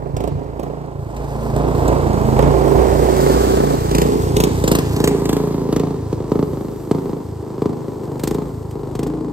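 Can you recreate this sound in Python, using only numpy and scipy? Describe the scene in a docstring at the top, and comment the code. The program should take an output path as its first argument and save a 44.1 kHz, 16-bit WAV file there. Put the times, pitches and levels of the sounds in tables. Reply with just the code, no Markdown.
"""A golf cart passes on gravel

A golf cart on tall stilts drives past a microphone on a gravel driveway, from behind on the right
to far ahead. Its one-cylinder engine never settles: the governor (its speed control) kicks the
throttle open and the exhaust barks and bangs, then shuts it and the exhaust puffs dully.
The engine clatters and drones, the drive whines, the tyres crunch and the trees echo."""
import sys
import numpy as np
from scipy import signal
from scipy.fft import rfft, irfft
from scipy.io import wavfile

SR = 44100
rng = np.random.default_rng(int(sys.argv[2]) if len(sys.argv) > 2 else 0)


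def wrap_up_sound(samples):
    """Save the sound to the file named by the first command line argument, as 16-bit audio."""
    columns = np.atleast_2d(samples).T
    # keep every value between -1 and 1, then stretch to whole-number steps
    tamed = np.clip(columns, -1, 1)
    steps = np.round(tamed * 32767).astype(np.int16)
    wavfile.write(sys.argv[1], SR, steps)


N = 411012
TIME = np.arange(N) / SR


# tone of the exhaust: (pitch [Hz], relative level [dB])
EXHAUST_TONE = [(45, -37), (80, -3), (105, -5.5), (150, 2.5), (200, -1.5), (280, 4), (340, -1), (440, 1),
                (620, -17.5), (1000, -18), (1270, -25), (1550, -39), (2100, -38), (2500, -48),
                (4400, -41.5), (5800, -51)]

def exhaust(clicks, rough=0.65, rough_above_hz=450):
    """Each firing sends out a rough pulse; the silencer delays its lows, so it sweeps downward."""
    swirl = signal.lfilter(*signal.butter(2, rough_above_hz, "high", fs=SR), gush(clicks, decay_s=0.0029))
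    pulses = coloured(clicks + rough * swirl, EXHAUST_TONE)
    first_chamber = delayed_near(pulses, hz=418, q=0.31)
    return from_db(-7.0) * delayed_near(first_chamber, hz=153, q=0.52)


# the governor kicks the throttle open: (time [s], held open [s], relative exhaust level [dB])
THROTTLE_KICKS = [(0.165, .11, -16), (.594, 0.037, -15.5), (1.163, 0.04, -22), (1.562, 0.042, -11.5),
                  (1.881, 0.022, -11), (2.390, 0.059, -6), (2.778, .038, -14), (3.333, 0.075, -14),
                  (3.948, 0.071, -2), (4.367, 0.081, -1), (4.640, 0.12, -3), (5.003, 0.062, -3.5),
                  (5.256, 0.098, -3.5), (5.727, 0.056, -2.5), (6.128, 0.0079, -8), (6.318, 0.112, -2),
                  (6.533, 0.074, -11), (6.912, 0.009, 1), (7.057, 0.073, -10), (7.620, 0.03, -2),
                  (8.035, 0.095, -15), (8.236, .12, -5.5), (8.992, 0.052, -8)]
# speed the governor aims for: (time [s], firings [1/s])
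ENGINE_SPEED = [(0, 27.7), (3.4, 28.7), (9, 26.2)]

def firings(surge_hz_per_s=19.62, sag_hz_per_s=3.5, drag_hz_per_s=4.025):
    """When the engine fires: it speeds up at a kick, then slows, faster with the throttle shut."""
    starts = [kick[0] for kick in THROTTLE_KICKS] + [N / SR]
    aim_hz, = in_time(ENGINE_SPEED, starts)
    fired = [starts[0] - np.arange(starts[0] * aim_hz[0], dtype=int)[:0:-1] / aim_hz[0]]  # lead-in
    for (start, held_s, _), end, mean_hz in zip(THROTTLE_KICKS, starts[1:], aim_hz):
        count = max(round((end - start) * mean_hz), 1)
        at = np.linspace(start, end, count, endpoint=False)
        age = at - start
        shut_s = sum(np.clip(at - a, 0, b - a) for a, b, _ in THROTTLE_SHUT)
        gain_hz = surge_hz_per_s * np.minimum(age, held_s) - sag_hz_per_s * age - drag_hz_per_s * shut_s
        periods = 1 / (mean_hz + gain_hz - gain_hz.mean())
        fired.append(start + (end - start) * (np.cumsum(periods) - periods) / periods.sum())
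    return np.concatenate(fired)


def throttle(fired, opening_s=0.0054, closing_s=0.059):
    """At each firing: how far each kick opens the throttle (0-1), and whether it is shut."""
    opening = np.array([swell(fired, s, s + held, opening_s, closing_s) for s, held, _ in THROTTLE_KICKS])
    shut = np.any([(fired > start) & (fired < end) for start, end, _ in THROTTLE_SHUT], axis=0)
    shut &= opening.max(axis=0) < 1
    return opening * ~shut, shut


# relative levels as the cart passes: (time [s], clatter [dB], hum [dB], cruising exhaust [dB])
PASS_LEVELS = [(0, -27, -31.5, -23), (1.1, -26, -33.5, -29), (1.8, -11, -22, -19.5),
               (2.25, -11.5, -18, -27), (2.7, -10.5, -23, -17.5), (3.35, -11, -22.5, -3),
               (4.1, -13.5, -31, -8), (5.5, -22.5, -33, -6), (6.7, -27.5, -38, -18.5),
               (9.3, -26, -34, -15.5)]

def firing_levels(fired, opening, shut, shut_db=-16.5, spread_db=1.5):
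    """An open throttle pulls each firing from cruising level to its kick's; a shut one softens it."""
    cruise_db = in_time(PASS_LEVELS, fired)[-1]
    kick_db = np.array(THROTTLE_KICKS)[opening.argmax(axis=0), -1]
    level_db = cruise_db + opening.max(axis=0) * (kick_db - cruise_db) + shut_db * shut
    return level_db + spread_db * rng.standard_normal(len(fired))


# bangs in the pipe: (time [s], relative level [dB])
BACKFIRES = [(0.166, -26), (0.2046, -31.5), (0.238, -31.5), (0.2752, -31.5), (0.595, -34.5), (0.6315, -37),
             (1.165, -31.5), (1.562, -27.5), (1.879, -21), (2.39, -24), (2.4244, -25), (3.912, -20),
             (3.949, -12), (3.9824, -15), (4.016, -14), (4.366, -12), (4.402, -11.5), (4.4367, -10.5),
             (4.6395, -17), (4.677, -9.5), (4.7154, -9), (4.751, -11), (4.786, -16), (4.963, -20.5),
             (5.001, -20), (5.0406, -10.5), (5.0745, -12), (5.2544, -20), (5.2916, -17), (5.3288, -18.5),
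             (5.366, -24), (5.7255, -21), (5.762, -19.5), (5.796, -24.5), (6.127, -34), (6.912, -30.5),
             (8.1953, -30), (8.2355, -18.5), (8.2738, -19.5), (8.309, -27.5), (8.3447, -30),
             (8.7095, -37.5), (8.952, -30.5), (8.991, -27), (9.031, -26), (9.068, -32)]
# tone of a bang: (pitch [Hz], relative level [dB])
BANG_TONE = [(400, 19.5), (1500, 11), (3800, 9), (5800, 7), (8000, 11.5), (13000, 9.5), (15000, -3)]

def bangs(clicks, sharp=0.25, rush=0.45, spit_db=-39):
    """Unburnt fuel goes off with a snap and a rush of gas; every firing adds a faint spit."""
    times, db = np.transpose(BACKFIRES)
    snaps = blows(times, db - 6) + from_db(spit_db) * clicks
    burst = sharp * snaps + gush(snaps, decay_s=0.0021) + rush * gush(snaps, decay_s=0.0062)
    return coloured(burst, BANG_TONE)


# the throttle is shut: (start [s], end [s], relative puff level [dB])
THROTTLE_SHUT = [(0.11, 0.15, -21), (0.285, 0.377, -24), (0.558, 0.58, -17.5), (0.919, 1.058, -31),
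                 (1.5, 1.55, -24), (1.736, 1.823, -24), (1.969, 2.36, -31), (2.713, 2.77, -17),
                 (3.76, 3.886, -23), (4.177, 4.343, -20), (4.496, 4.625, -20), (4.811, 4.95, -20.5),
                 (5.944, 6.19, -26.5), (6.44, 6.523, -28), (7.229, 7.389, -30), (8.493, 8.726, -30.5)]
# tone of a puff: (pitch [Hz], relative level [dB])
PUFF_TONE = [(45, -20.5), (65, 3.5), (90, 7), (125, 2.5), (180, -7), (400, -53.5)]

def puffs(fired, late_s=0.00716):
    """With the throttle shut, each cycle pumps out a soft, low puff."""
    clicks = sum(blows(fired[(fired > a) & (fired < b)] + late_s, db) for a, b, db in THROTTLE_SHUT)
    return from_db(2.0) * coloured(clicks, PUFF_TONE)


# tone of the clatter from the front and from the rear: (pitch [Hz], relative level [dB])
FRONT_TONE = [(60, -49.5), (110, -10), (210, -5), (290, -2.5), (400, 0), (600, -5), (950, -9.5),
              (1400, -19), (2500, -33)]
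REAR_TONE = [(60, -5), (140, -6), (420, 2.5), (600, -12), (980, -12), (1500, -29.5), (5000, -63.5)]

def clatter(cycle, level_db, behind, loose=1.2, scattered=.5, throb=.2):
    """Valves, piston and belt loosely repeat one rattle every cycle; it is duller from the rear."""
    patterns = rng.standard_normal((3, 1600))
    repeating = np.array([np.interp(cycle % 1, np.linspace(0, 1, len(p)), p) for p in patterns])
    paths = repeating + loose * rng.standard_normal(repeating.shape)
    paths *= 1 + throb * np.cos(2 * np.pi * cycle)
    rattle = rms_one(paths[0] + scattered * paths[1:])  # one direct path, one scattered to each ear
    front = from_db(-7.5) * coloured(rattle, FRONT_TONE)
    rear = from_db(-4.5) * coloured(rattle, REAR_TONE)
    return from_db(level_db) * ((1 - behind) * front + behind * rear)


# drone of the crankshaft: (time [s], relative level [dB])
CRANK_LEVELS = [(0.0, -35), (0.2, -32), (0.89, -38.5), (1.8, -21.5), (2.4, -20.5), (4.5, -26), (7.76, -46),
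                (8.1, -50), (8.25, -36), (9.2, -37)]
# notes of the silencer's hum: (multiple of the firing rate, relative level [dB])
HUM_NOTES = [(3, -7), (4, -5.5), (5, 0), (6, -8)]

def drone(cycle, effort, hum_db, effort_db=4.5, waver_db=1.3):
    """The crankshaft turns twice a cycle and the silencer hums above it; each note's level wavers."""
    turn = 2 * np.pi * cycle
    crank_db = in_time(CRANK_LEVELS)[0] + effort_db * effort + waver_db * drift(25)
    crank = from_db(crank_db) * np.sin(2 * turn)
    hum = sum(from_db(hum_db - 1.5 + db + 3.8 * drift(12)) * np.sin(round(multiple) * turn)
              for multiple, db in HUM_NOTES)
    return np.sqrt(2) * (crank + hum)


# whines: (start [s], end [s], first pitch [Hz], middle pitch [Hz], last pitch [Hz], relative level [dB])
WHINE_NOTES = [(1.35, 1.58, 216, 222.5, 206, -26), (2.054, 2.365, 211.7, 212.8, 220, -19),
               (2.723, 2.91, 404, 422.5, 423, -26), (2.498, 3.63, 388, 377.4, 394.5, -16.5),
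               (5.073, 5.17, 402, 411, 394, -14.5), (9.077, 9.311, 303.3, 317, 290, -20.5)]

def whine(waver=0.0199, flutter_db=2.5, rise_s=0.015, fade_s=0.052):
    """Now and then the drive sings a wavering note that bends with the belt's speed."""
    notes, wobble = 0, 1 + waver * drift(40)
    for start, end, *hz, db in WHINE_NOTES:
        pitch_hz = np.interp(TIME, np.linspace(start, end, len(hz)), hz) * wobble
        turn = 2 * np.pi * np.cumsum(pitch_hz) / SR
        notes += from_db(db) * swell(TIME, start, end, rise_s, fade_s) * np.sin(turn)
    return np.sqrt(2) * from_db(flutter_db * drift(40) - 5.0) * notes


# tone of the air intake: (pitch [Hz], relative level [dB])
INTAKE_TONE = [(300, -3.5), (680, -0.5), (1400, -23)]

def intake(clicks):
    """The engine takes a hoarse gulp of air for each firing."""
    return from_db(-9.5) * coloured(gush(clicks, decay_s=0.0033), INTAKE_TONE)


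# ringing notes of the valve cover: (pitch [Hz])
COVER_NOTES = [4320, 4800, 7670]

def valves(fired, late_s=0.012):
    """The valves tick once a cycle and set their cover ringing."""
    clatter_db = in_time(PASS_LEVELS, fired)[0]
    ticks = gush(blows(fired + late_s, clatter_db - 20.5), decay_s=0.0051)
    return sum(resonance(ticks, hz, q=23) for hz in COVER_NOTES)


# crunch under the tyres: (time [s], relative level [dB])
CRUNCH_LEVELS = [(0.0, -55), (1.0, -54), (1.25, -44.5), (1.82, -38.5), (2.7, -34), (3.35, -25.5),
                 (3.79, -32), (4.91, -33.5), (6.05, -45.5), (9.32, -52)]
# tone of the gravel: (pitch [Hz], relative level [dB])
GRAVEL_TONE = [(300, 8.5), (1700, 4), (2450, -1), (4000, 0.5), (4900, 1.5), (6000, -0.5), (8000, 4),
               (13000, 2), (15000, -10.5)]

def tyres(stones_per_s=3000, size_db=3.5, hiss=0.5, scatter=0.7):
    """Stones snap together under the tyres, so many that most blur into a hiss."""
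    sizes = from_db(size_db * np.minimum(rng.exponential(1, N), 6)) * rng.choice([-1, 1], N)
    stones = rms_one(sizes * (rng.random(N) < stones_per_s / SR))
    crunch = rms_one(stones + hiss * rng.standard_normal(N) + scatter * rng.standard_normal((2, N)))
    return from_db(in_time(CRUNCH_LEVELS)[0] + drift(30)) * coloured(crunch, GRAVEL_TONE)


# tone of the thin hiss: (pitch [Hz], relative level [dB])
SIZZLE_TONE = [(10500, -7), (12750, -6), (15000, -22)]

def sizzle(level_db=-52):
    """A thin, very high hiss from the cart comes and goes once, straight ahead."""
    loudness = from_db(level_db) * swell(TIME, 6.32, 7.07, rise_s=0.027, fade_s=0.21)
    return loudness * coloured(rng.standard_normal(N), SIZZLE_TONE)


def trees(x, near_db=-11, near_s=0.073, far_db=-13, tail_s=0.88, dull_hz=2500):
    """Quick echoes from the cart's frame and the ground, then a dull tail from the trees."""
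    age = np.arange(SR) / SR
    near = np.exp(-age / near_s) * (age > .004)
    far = from_db(-60 * age / tail_s) * (age > .03)
    shape = from_db(near_db) * near / np.linalg.norm(near) + from_db(far_db) * far / np.linalg.norm(far)
    mid, side = rng.standard_normal((2, SR)) * shape
    side = signal.lfilter(*signal.butter(1, 450, "high", fs=SR), side)  # same bass in both ears
    response = signal.lfilter(*signal.butter(1, dull_hz, fs=SR), [mid + side, mid - side])
    return signal.oaconvolve(x, response, axes=1)[:, :N]


# the cart's direction: (time [s], base delay of the left ear [ms], left minus right near 445 Hz [dB])
DIRECTION = [(0, 0.4, -14.5), (1.4, 0.22, -6.5), (2.75, 0.37, -13), (3.55, 0.52, -3), (4.3, 0.35, -3.5),
             (5.2, 0.109, -2), (5.8, 0.053, -1.5), (9.3, -0.02, 2)]

def placed(x, stretch=1):
    """The far ear hears the cart later and weaker; stretch scales that delay."""
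    lag_ms, pan_db = in_time(DIRECTION)
    shift_s = stretch * lag_ms / 2000
    pair = np.array([np.interp(TIME - sign * shift_s, TIME, ear) for sign, ear in zip((1, -1), x)])
    ear_gains = from_db(np.outer([.5, -.5], pan_db))
    return pair + (ear_gains - 1) * resonance(pair, hz=445, q=0.66)


def blows(times, db, puff_s=0.011):
    """Clicks, each with the energy of one short puff of gas at the given level."""
    clicks = np.zeros(N)
    clicks[np.clip(times * SR, 0, N - 1).astype(int)] = from_db(db) * np.sqrt(puff_s * SR)
    return clicks


def gush(clicks, decay_s):
    """Each click becomes a rush of noise of equal energy that swells and dies."""
    age = np.arange(SR // 10) / SR
    shape = (age * np.exp(-age / decay_s)) ** 2
    power = signal.oaconvolve(clicks ** 2, shape / shape.sum())[:N]
    return np.sqrt(np.abs(power)) * rng.standard_normal(N)


def coloured(x, tone, size=8192):
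    """Give a sound the tone in a table, fading 12 dB an octave beyond its ends."""
    hz, db = np.transpose(tone)
    octave = np.log2(np.maximum(np.fft.rfftfreq(size, 1 / SR), 1))
    outside_db = 12 * np.abs(octave - np.clip(octave, *np.log2(hz[[0, -1]])))
    cepstrum = irfft(np.log(from_db(np.interp(octave, np.log2(hz), db) - outside_db)))
    cepstrum[1:size // 2] *= 2  # fold, so the filter rings only after a click
    cepstrum[size // 2 + 1:] = 0
    response = irfft(np.exp(rfft(cepstrum)))
    return signal.oaconvolve(np.atleast_2d(x), [response / np.linalg.norm(response)], axes=1)[:, :N]


def resonance(x, hz, q):
    """Keep the pitches near hz; a higher q keeps fewer."""
    return signal.lfilter(*signal.iirpeak(hz, q, fs=SR), x)


def delayed_near(x, hz, q):
    """All pitches pass, but those near hz come out late."""
    return x - 2 * resonance(x, hz, q)


def swell(at, start, end, rise_s, fade_s):
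    """Rise, hold at 1 from start to end, then fade."""
    return np.exp(np.minimum(at - start, 0) / rise_s - np.maximum(at - end, 0) / fade_s)


def drift(rate):
    """A random wander that turns rate times a second."""
    return np.interp(TIME * rate % 399, np.arange(400), rng.standard_normal(400))


def in_time(rows, at=TIME):
    """Read a table's columns at the given times."""
    times, *columns = np.transpose(rows)
    return [np.interp(at, times, column) for column in columns]


def from_db(db):
    """Turn decibels into a multiplier."""
    return 10 ** (np.asarray(db) / 20)


def rms_one(x):
    """Scale to an average power of 1."""
    return x / np.sqrt(np.mean(x ** 2) + 1e-20)


def scene():
    """The throttle drives the engine; the intake faces us first, the pipe once the cart has passed."""
    fired = firings()
    cycle = np.cumsum(np.interp(TIME, (fired[1:] + fired[:-1]) / 2, 1 / np.diff(fired))) / SR
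    opening, shut = throttle(fired)
    effort = np.interp(TIME, fired, opening.max(axis=0) - shut)  # -1 shut, +1 wide open
    behind = np.interp(TIME, [3.5, 4.2], [0, 1])  # 1 once we hear the cart's rear
    clatter_db, hum_db, _ = in_time(PASS_LEVELS)
    clicks = blows(fired, firing_levels(fired, opening, shut))
    pipe, puffing, banging = exhaust(clicks), puffs(fired), bangs(clicks)
    gas = from_db(-6 + 4 * behind) * pipe + puffing + (1 - behind) * intake(clicks)
    echo_db = np.interp(TIME, [2.5, 4.2], [4, -2.5])  # more echo while the pipe points away
    echo = trees(from_db(echo_db) * (pipe + puffing + banging))
    rattle = clatter(cycle, clatter_db + 1.5 * effort, behind) + valves(fired)
    engine = gas + echo + rattle + drone(cycle, effort, hum_db) + whine()
    engine = placed(engine, stretch=1.18)  # low sound bends round the microphone, so it lags more
    front_axle, rear_axle = tyres() / np.sqrt(2), tyres() / np.sqrt(2)
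    return engine + placed(banging + rear_axle) + placed(front_axle, stretch=0.86) + sizzle()


def record(dry, notch_hz=10430, top_hz=15800):
    """The microphone loses deep bass and a slice of treble; peaks are clipped and the top is cut."""
    thin = signal.sosfilt(signal.butter(3, 33, "high", fs=SR, output="sos"), dry)
    for _ in range(2):
        thin = thin - resonance(thin, notch_hz, q=5.25)
    return signal.sosfilt(signal.ellip(10, .2, 80, top_hz, fs=SR, output="sos"), np.clip(thin, -.92, .92))


dry = scene()
out = record(dry)
wrap_up_sound(out)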